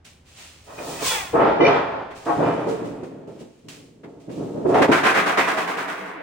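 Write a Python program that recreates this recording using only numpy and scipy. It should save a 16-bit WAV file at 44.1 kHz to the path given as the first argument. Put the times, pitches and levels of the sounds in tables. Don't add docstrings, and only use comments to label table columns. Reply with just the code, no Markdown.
import sys
import numpy as np
from scipy import signal
from scipy.fft import rfft, irfft, next_fast_len
from scipy.io import wavfile
from scipy.ndimage import uniform_filter1d, map_coordinates

SR = 44100
rng = np.random.default_rng(int(sys.argv[2]) if len(sys.argv) > 2 else 0)


def materialize(psi):
    bounded = np.clip(np.atleast_2d(psi).T, -1, 1)
    quanta = np.round(bounded * 32767).astype(np.int16)
    wavfile.write(sys.argv[1], SR, quanta)


N = 274302
T = np.arange(N) / SR
TICKS = T[::40]
BANDS_HZ = 31.25 * 2 ** np.arange(0, 9.5, .5)
TOP_HZ = 15850
LEAN_S, CLAMP_S, SPIN_S = 2.55, 4.6, 4.94

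# pitch_hz, level_db
DISC_MODES = [(114, -3.5), (288, -3), (428, -4), (463, -2.5), (544, -8.5), (673, -3.5), (1266, -6.5),
              (1420, -4), (1611, -12)]
# pitch_hz, level_db
LOW_MODES = [(179, -2.5), (290, -4.5), (441, -0.5), (673, 1)]
# pitch_hz, level_db
HIGH_MODES = [(2035, -0.5), (2375, 1), (2982, -4), (3680, -17), (4380, -18.5), (5080, -20.5), (5840, -21.5)]
# start_s, level_db, t60_s, lowest_strong_mode_hz
DISC_BUCKLES = [(0.664, -40.5, 1.27, 466), (.772, -31.5, 1.7, 308), (.88, -31.5, 0.26, 230),
                (1.013, -27, 0.2, 303), (1.327, -16.5, 1.65, 357), (1.373, -14.5, 1.4, 350),
                (1.592, -10.5, 0.44, 256), (1.661, -18, 1.2, 500), (1.93, -27, 0.29, 478),
                (2.256, -22.5, 0.45, 444), (2.282, -18.5, 0.3, 454), (2.361, -23.5, 1.4, 130),
                (2.383, -17, 1.3, 296), (2.659, -22, 0.51, 250), (2.801, -29.5, 1.6, 208),
                (3.026, -28, 0.12, 215.4), (3.109, -38, 1.07, 188), (3.265, -37, 0.67, 220),
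                (3.404, -36.5, 0.39, 190), (3.63, -43.5, 2.6, 135), (4.026, -38, 1.15, 227),
                (4.268, -29.5, 1.6, 180), (4.355, -29, 2.4, 190), (4.543, -25, 1, 211),
                (4.647, -14, 0.13, 260), (4.68, -14.5, 1, 346), (4.734, -15, 0.6, 610),
                (4.794, -16, 0.3, 292), (4.886, -9, 0.21, 264)]
# start_s, pitch_hz, level_db, t60_s, glide_octaves_per_s
MODE_GLIDES = [(.79, 592, -37, 0.12, 0), (.89, 451, -37, .22, -2.5), (1.33, 465, -19.5, 0.14, -0.7),
               (1.34, 1271, -26, 0.48, 0.5), (1.602, 345, -14, .13, 0.6), (1.604, 500, -19, 0.13, 0),
               (1.63, 548, -13.5, 0.08, 1), (1.65, 446, -17.5, 0.18, -1.7), (1.66, 666, -21.5, 0.22, 2.2),
               (2.262, 329.7, -25.5, 0.21, -0.8), (2.28, 690, -25, 0.4, 0.9), (2.28, 1105, -26.5, 0.18, 0),
               (2.29, 828, -24.5, .13, 0), (2.67, 468, -23, 0.2, -1), (3.028, 343, -42, 0.21, 0),
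               (4.646, 347, -19, 0.17, 2), (4.738, 730, -18.5, 0.17, 1), (4.799, 268.6, -18.5, 0.11, 2),
               (4.885, 319.8, -18.5, .16, 1.5)]
# start_s, level_db, t60_s
RIM_KNOCKS = [(.775, -40.5, .16), (2.103, -41, .1), (3.03, -48, 0.083), (3.271, -63, 0.05),
              (4.032, -46, 0.075), (4.29, -49.5, .06), (4.738, -26.5, 0.51), (4.816, -15.5, 0.091),
              (4.913, -14.5, 0.041), (5.031, -19, 0.19), (5.168, -26, 0.16), (5.371, -16, 0.088)]
# start_s, level_db, zone_centre_hz
RIM_SLAPS = [(4.922, -17.5, 1440), (5.051, -19, 1500), (5.14, -18.5, 1700), (5.256, -19.5, 1150),
             (5.385, -21.5, 1980), (5.468, -20.5, 1080), (5.565, -23, 860), (5.668, -26, 890),
             (5.766, -26.5, 1200), (5.873, -28.5, 1300), (5.97, -36.5, 900), (6.05, -39, 1090)]
# start_s, pitch_hz, level_db, rise_s, t60_s
EDGE_SQUEALS = [(1.064, 3396, -34, 0.048, 0.38), (.775, 2470, -42, 0.011, 0.091)]
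# start_s, level_db, rise_s, t60_s, tilt_db_per_octave
RIM_CLANGS = [(1.385, -42, 0.023, 0.54, -18), (1.599, -24, 0.023, .25, -4.5),
              (1.642, -23.5, .028, 0.2, 2.5), (2.39, -44, 0.071, 1.0, 0)]
# time_s, hiss_db, grind_db
DRAG_LEVELS = [(0.64, -60.5, -59), (0.692, -58, -46.5), (0.908, -40.5, -38), (0.994, -43, -32),
               (1.076, -24.5, -32), (1.154, -32, -25.5), (1.313, -54.5, -46.5), (1.361, -57.5, -44.5)]
# start_s, level_db, rise_s, t60_s
FOOT_SCUFFS = [(.044, -46, 0.0086, 0.43), (.24, -52.5, 0.052, 2.4), (.34, -42.5, 0.068, 0.86),
               (2.142, -47.5, 0.022, 1.2), (2.249, -46, 0.0057, 2.4), (2.665, -42.5, 0.032, 0.45),
               (2.832, -49, 0.03, 0.39), (3.03, -54, .007, 0.35), (3.272, -60.5, .006, 3.8),
               (3.38, -51.5, 0.031, 0.22), (4.06, -67.5, 0.034, 1.6), (3.684, -40, 0.002, 0.51),
               (4.197, -59.5, .006, 0.79), (4.291, -51.5, 0.026, 2.4), (4.658, -45.5, 0.044, 0.65)]
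# centre_s, depth_db, half_width_s
LEVEL_DIPS = [(4.875, -6.5, 0.0093)]
# frequency_hz, density_db
BOOM_SPECTRUM = [(25, -6), (60, -7), (125, 3.5), (330, 1.5), (650, 0.5), (1200, 0), (2400, -4.5),
                 (5000, -8), (9000, -12.5)]
RATTLE_SPECTRUM = [(30, -32), (100, -18), (170, -10), (320, 2), (480, -0.5), (800, 3.5), (1500, 1),
                   (2300, -1), (3200, -11), (4800, -16.5), (16000, -27.5)]
HISS_SPECTRUM = [(1500, -7), (3300, 1), (5000, 0.5), (7500, 0.5), (10000, -3), (12000, -20), (16000, 0.5)]
GRIND_SPECTRUM = [(200, -38), (500, -7.5), (850, 0), (1400, -6), (2600, -4.5), (4000, -23), (8000, -36.5)]
SCUFF_SPECTRUM = [(100, -13), (600, -0.5), (1300, -3), (2600, 3), (4500, -1), (7500, -2.5), (10000, -8.5),
                  (16000, -14.5)]
RUMBLE_SPECTRUM = [(20, -11.5), (50, -0.5), (80, 0.5), (200, -4.5), (1500, -22.5), (6000, -37.5),
                   (16000, -57.5)]
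# frequency_hz, side_over_mid_db
STEREO_WIDTH = [(60, -32.5), (120, -17), (250, -10), (600, -2.5), (2400, -2.5), (5000, 0), (9800, -1),
                (12000, 22.5), (14500, -0.5)]


def buckling_disc():
    start, db, t60, low_hz = np.transpose(DISC_BUCKLES)[:, :, None]
    force_db = db + 13.5
    hangs_free = start < LEAN_S
    bright_hz = np.where(hangs_free, 835, 550) * (low_hz / 300) ** 0.44
    rise_s = 0.0083 + 0.013 * t60
    vibration = flexing_plate() + amp(-9) * clicks(per_s=900, spread_db=3.5)
    booms = ring(vibration, start, db, boom_share(low_hz, bright_hz), rise_s, t60, cascade=0.43)
    sway_db = -43.5 + 0.74 * force_db
    sway_t60 = np.where(start < CLAMP_S, 0.99, 0.24)
    sway = ring(vibration, start, sway_db, boom_share(113, 304), rise_s=0.027, t60=sway_t60)
    shimmer_db = -37.5 + 2.36 * force_db + np.where(hangs_free, 0, -11)
    shimmer = ring(vibration, start, shimmer_db, boom_share(1880, 2570), rise_s=0.11, t60=1.53 * t60)
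    flapping = amp(-3 + 1.5 * walk(24.05))
    return flapping * (booms + sway + shimmer)


def boom_share(low_hz, bright_hz):
    low_cut = amp(-19) + 1 / np.sqrt(1 + (low_hz / BANDS_HZ) ** 6)
    return band_share(BOOM_SPECTRUM, bright_hz, steep=6.04) * low_cut


def flexing_plate(crossover_hz=480):
    floppy = bending_plate(spacing_hz=27, detune=.075, bends_per_s=13, swap_hz=3.1)
    stiff = bending_plate(spacing_hz=43, detune=.025, bends_per_s=12, swap_hz=1.8)
    lows = filtered(floppy, lambda hz: 1 / np.hypot(1, (hz / crossover_hz) ** 2))
    highs = filtered(stiff, lambda hz: 1 / np.hypot(1, (crossover_hz / (hz + 1)) ** 2))
    return lows + highs


def bending_plate(spacing_hz, detune, bends_per_s, swap_hz):
    angle = 2 * np.pi * swap_hz * T
    modes = np.cos(angle) * plate(spacing_hz) + np.sin(angle) * plate(spacing_hz)
    return delayed(modes, detune * np.cumsum(walk(bends_per_s)) / SR)


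def plate(spacing_hz, count=900):
    size = next_fast_len(N)
    offset, weakness, phase_turns = rng.random((count, 3)).T
    scattered = np.column_stack([(np.arange(count) + 1 + offset) * spacing_hz, -11 * weakness])
    hz, db = np.vstack([DISC_MODES, scattered])[:count].T
    phasors = amp(db) * np.exp(2j * np.pi * phase_turns)
    lines = np.zeros(size // 2 + 1, complex)
    lines[(hz[hz < TOP_HZ] * size / SR).astype(int)] = phasors[hz < TOP_HZ]
    return unit(irfft(lines, size)[:N])


def ring(vibration, start, db, share, rise_s, t60, cascade=0, hold=1):
    share = np.atleast_2d(share)
    share = share / np.linalg.norm(share, axis=1, keepdims=True)
    size = next_fast_len(N)
    spectrum = rfft(vibration, size)
    octave = np.log2(np.fft.rfftfreq(size, 1 / SR) + 1)
    out = 0
    for k, hz in enumerate(BANDS_HZ):
        window = np.maximum(1 - 2 * abs(octave - np.log2(hz)), 0)
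        band = irfft(spectrum * window, size)[:N]
        blows = amp(db) * share[:, [k]] * swell(TICKS, start, rise_s * (hz / 600) ** cascade, t60, hold)
        out = out + steadied(band, seconds=0.061) * power_sum(blows)
    return out


def gliding_modes():
    out, age = np.zeros(N + SR), T[:SR // 2]
    warble = 0.011 * walk(60)
    for (start, hz, db, t60, glide), phase_turns in zip(MODE_GLIDES, rng.random(len(MODE_GLIDES))):
        at = int(start * SR)
        span = slice(at, at + len(age))
        pitch_hz = hz * 2 ** (glide * age) * (1 + warble[span])
        tone = np.sqrt(2) * np.sin(2 * np.pi * (phase_turns + np.cumsum(pitch_hz) / SR))
        out[span] += amp(db) * swell(age, 0, rise_s=0.017, t60=t60, hold=1.59) * tone
    return out[:N]


def rattling_rim():
    modes = bending_plate(spacing_hz=52, detune=.032, bends_per_s=11, swap_hz=3.7)
    vibration = modes + amp(-3) * clicks(per_s=500, spread_db=2)
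    roughness = amp(-1 + 0.5 * walk(120))
    return roughness * (rim_knocks(vibration) + rim_slaps(vibration))


def rim_knocks(vibration):
    start, db, t60 = np.transpose(RIM_KNOCKS)[:, :, None]
    share = band_share(RATTLE_SPECTRUM, bright_hz=4760, steep=1.4)
    return ring(vibration, start, db, share, rise_s=0.0066, t60=t60, cascade=0.088, hold=1.79)


def rim_slaps(vibration):
    start, db, zone_hz = np.transpose(RIM_SLAPS)[:, :, None]
    zone_db = 5.5 * np.exp(-(np.log2(BANDS_HZ / zone_hz) / 0.35) ** 2)
    bright_hz = 5900 * 2 ** (0.6 * (-16.5 - db))
    share = amp(zone_db) * band_share(RATTLE_SPECTRUM, bright_hz, steep=1.1)
    return ring(vibration, start, db, share, rise_s=0.012, t60=0.18, cascade=0.052, hold=2.23)


def spinning_disc():
    age = np.maximum(T - SPIN_S, 0)
    modes = bending_plate(spacing_hz=39.98, detune=.03, bends_per_s=8, swap_hz=2.3)
    midrange = filtered(modes, lambda hz: hz / np.hypot(hz, 282) / np.sqrt(1 + (hz / 2600) ** 5))
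    whir = colour(midrange, RATTLE_SPECTRUM) * amp(-25 - 10 * age)
    drone = sum(amp(db) * rubbed_mode(hz, jitter=.06, per_s=30) for hz, db in LOW_MODES)
    spin_up = np.minimum(age / 0.17, 1)
    return spin_up * (whir + drone * amp(-37.5 - 12.5 * age))


def edge_squeals():
    return sum(amp(db) * swell(T, start, rise_s, t60) * rubbed_mode(hz, jitter=.014 * hz / 2000, per_s=400)
               for start, hz, db, rise_s, t60 in EDGE_SQUEALS)


def rim_clangs():
    start, db, rise_s, t60, tilt_db = np.transpose(RIM_CLANGS)[:, :, None]
    strokes = amp(db) * swell(TICKS, start, rise_s, t60)
    chord = 0
    for hz, mode_db in HIGH_MODES:
        envelope = power_sum(strokes * amp(mode_db + tilt_db * np.log2(hz / 2375)))
        chord = chord + envelope * unit(rubbed_mode(hz, jitter=.008, per_s=280))
    return chord


def rubbed_mode(hz, jitter, per_s):
    phase = 2 * np.pi * np.cumsum(hz * (1 + jitter * walk(per_s))) / SR
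    return 1.63 * amp(5.1 * walk(per_s / 2)) * np.sin(phase)


def stack_drag():
    time_s, hiss_db, grind_db = np.transpose(DRAG_LEVELS)
    hiss = colour(clicks(per_s=9000, spread_db=3), HISS_SPECTRUM)
    hiss *= amp(np.interp(T, time_s, hiss_db, left=-120) + 5.5)
    hiss *= np.interp(T, [1.33, 1.5], [1, 0])
    grind = colour(clicks(per_s=1500, spread_db=4.5) + .4 * plate(spacing_hz=45), GRIND_SPECTRUM)
    lag_s = np.interp(T, [1.0, 1.3], [.0016, .0029])
    grind = unit(grind + .8 * delayed(grind, lag_s) + .5 * delayed(grind, 2 * lag_s))
    bite_db = np.interp(T, [.98, 1.06], [-7, 1])
    return hiss + grind * amp(np.interp(T, time_s, grind_db, left=-120, right=-120) + bite_db)


def foot_scuffs():
    brushes = [amp(db) * swell(TICKS, start, rise_s, t60) for start, db, rise_s, t60 in FOOT_SCUFFS]
    return colour(clicks(per_s=7000, spread_db=2.5), SCUFF_SPECTRUM) * power_sum(brushes)


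def motor_and_rumble():
    hum = np.sin(2 * np.pi * np.cumsum(80 + 4 * walk(31)) / SR)
    hum_db = np.interp(T, [1, 4], [-55, -82])
    rumble_db = np.interp(T, [.5, 1.1, 2.95, 3.1], [-58, -48, -54, -63.5]) + 0.97 * walk(1.8)
    return amp(hum_db) * hum + amp(rumble_db) * colour(rng.standard_normal(N), RUMBLE_SPECTRUM)


def wall_echoes(x, t60, gap_s):
    tail = rng.standard_normal(SR) * swell(T[:SR], gap_s, 0.00085, t60)
    return signal.fftconvolve(x, tail / np.linalg.norm(tail))[:N]


def amp(db):
    return 10 ** (np.asarray(db) / 20)


def unit(x):
    return x / np.sqrt(np.mean(x ** 2))


def gain_at(hz, spectrum):
    points_hz, db = np.transpose(spectrum)
    return amp(np.interp(np.log(hz + 1), np.log(points_hz), db))


def band_share(spectrum, bright_hz, steep):
    return gain_at(BANDS_HZ, spectrum) * np.sqrt(BANDS_HZ) / np.sqrt(1 + (BANDS_HZ / bright_hz) ** steep)


def filtered(x, response):
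    size = next_fast_len(N + SR // 10)
    return irfft(rfft(x, size) * response(np.fft.rfftfreq(size, 1 / SR)), size)[:N]


def colour(x, spectrum):
    return unit(filtered(x, lambda hz: gain_at(hz, spectrum)))


def walk(per_s):
    hold = int(SR / per_s)
    steps = np.repeat(rng.standard_normal(N // hold + 1), hold)
    return unit(uniform_filter1d(steps, hold)[:N])


def clicks(per_s, spread_db):
    impulses = (rng.random(N) < per_s / SR) * rng.choice([-1, 1], N)
    return unit(impulses * amp(spread_db * np.clip(rng.standard_normal(N), -2, 2)))


def swell(t, start, rise_s, t60, hold=1):
    age = t - start
    decay = np.exp(-np.log(1000) * (np.maximum(age - rise_s, 0) / t60) ** hold)
    return np.clip(age / rise_s, 0, 1) * decay


def power_sum(envelopes):
    return np.interp(T, TICKS, np.linalg.norm(envelopes, axis=0))


def delayed(x, seconds):
    return map_coordinates(x, [(T - seconds) * SR], order=3, mode="reflect")


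def steadied(x, seconds):
    power = uniform_filter1d(x ** 2, int(seconds * SR))
    return x / np.sqrt(power + .05 * np.mean(power))


def workshop():
    disc = buckling_disc() + gliding_modes() + rattling_rim() + spinning_disc()
    friction = edge_squeals() + rim_clangs() + stack_drag() + foot_scuffs()
    direct = disc + friction + motor_and_rumble()
    return direct + amp(-9) * wall_echoes(direct, t60=0.59, gap_s=0.0064)


def scene():
    mid = filtered(workshop(), lambda hz: 1 / np.hypot(1, gain_at(hz, STEREO_WIDTH)))
    side = filtered(workshop(), lambda hz: 1 / np.hypot(1, 1 / gain_at(hz, STEREO_WIDTH)))
    dips = amp(sum(db * np.exp(-((T - at) / width) ** 2) for at, db, width in LEVEL_DIPS))
    return dips * np.array([mid + side, amp(0.6) * (mid - side)])


def record(dry):
    low_pass = signal.ellip(10, .2, 80, TOP_HZ, fs=SR, output="sos")
    return signal.sosfilt(low_pass, np.tanh(0.8 * dry) / 0.8)


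dry = scene()
out = record(dry)
materialize(out)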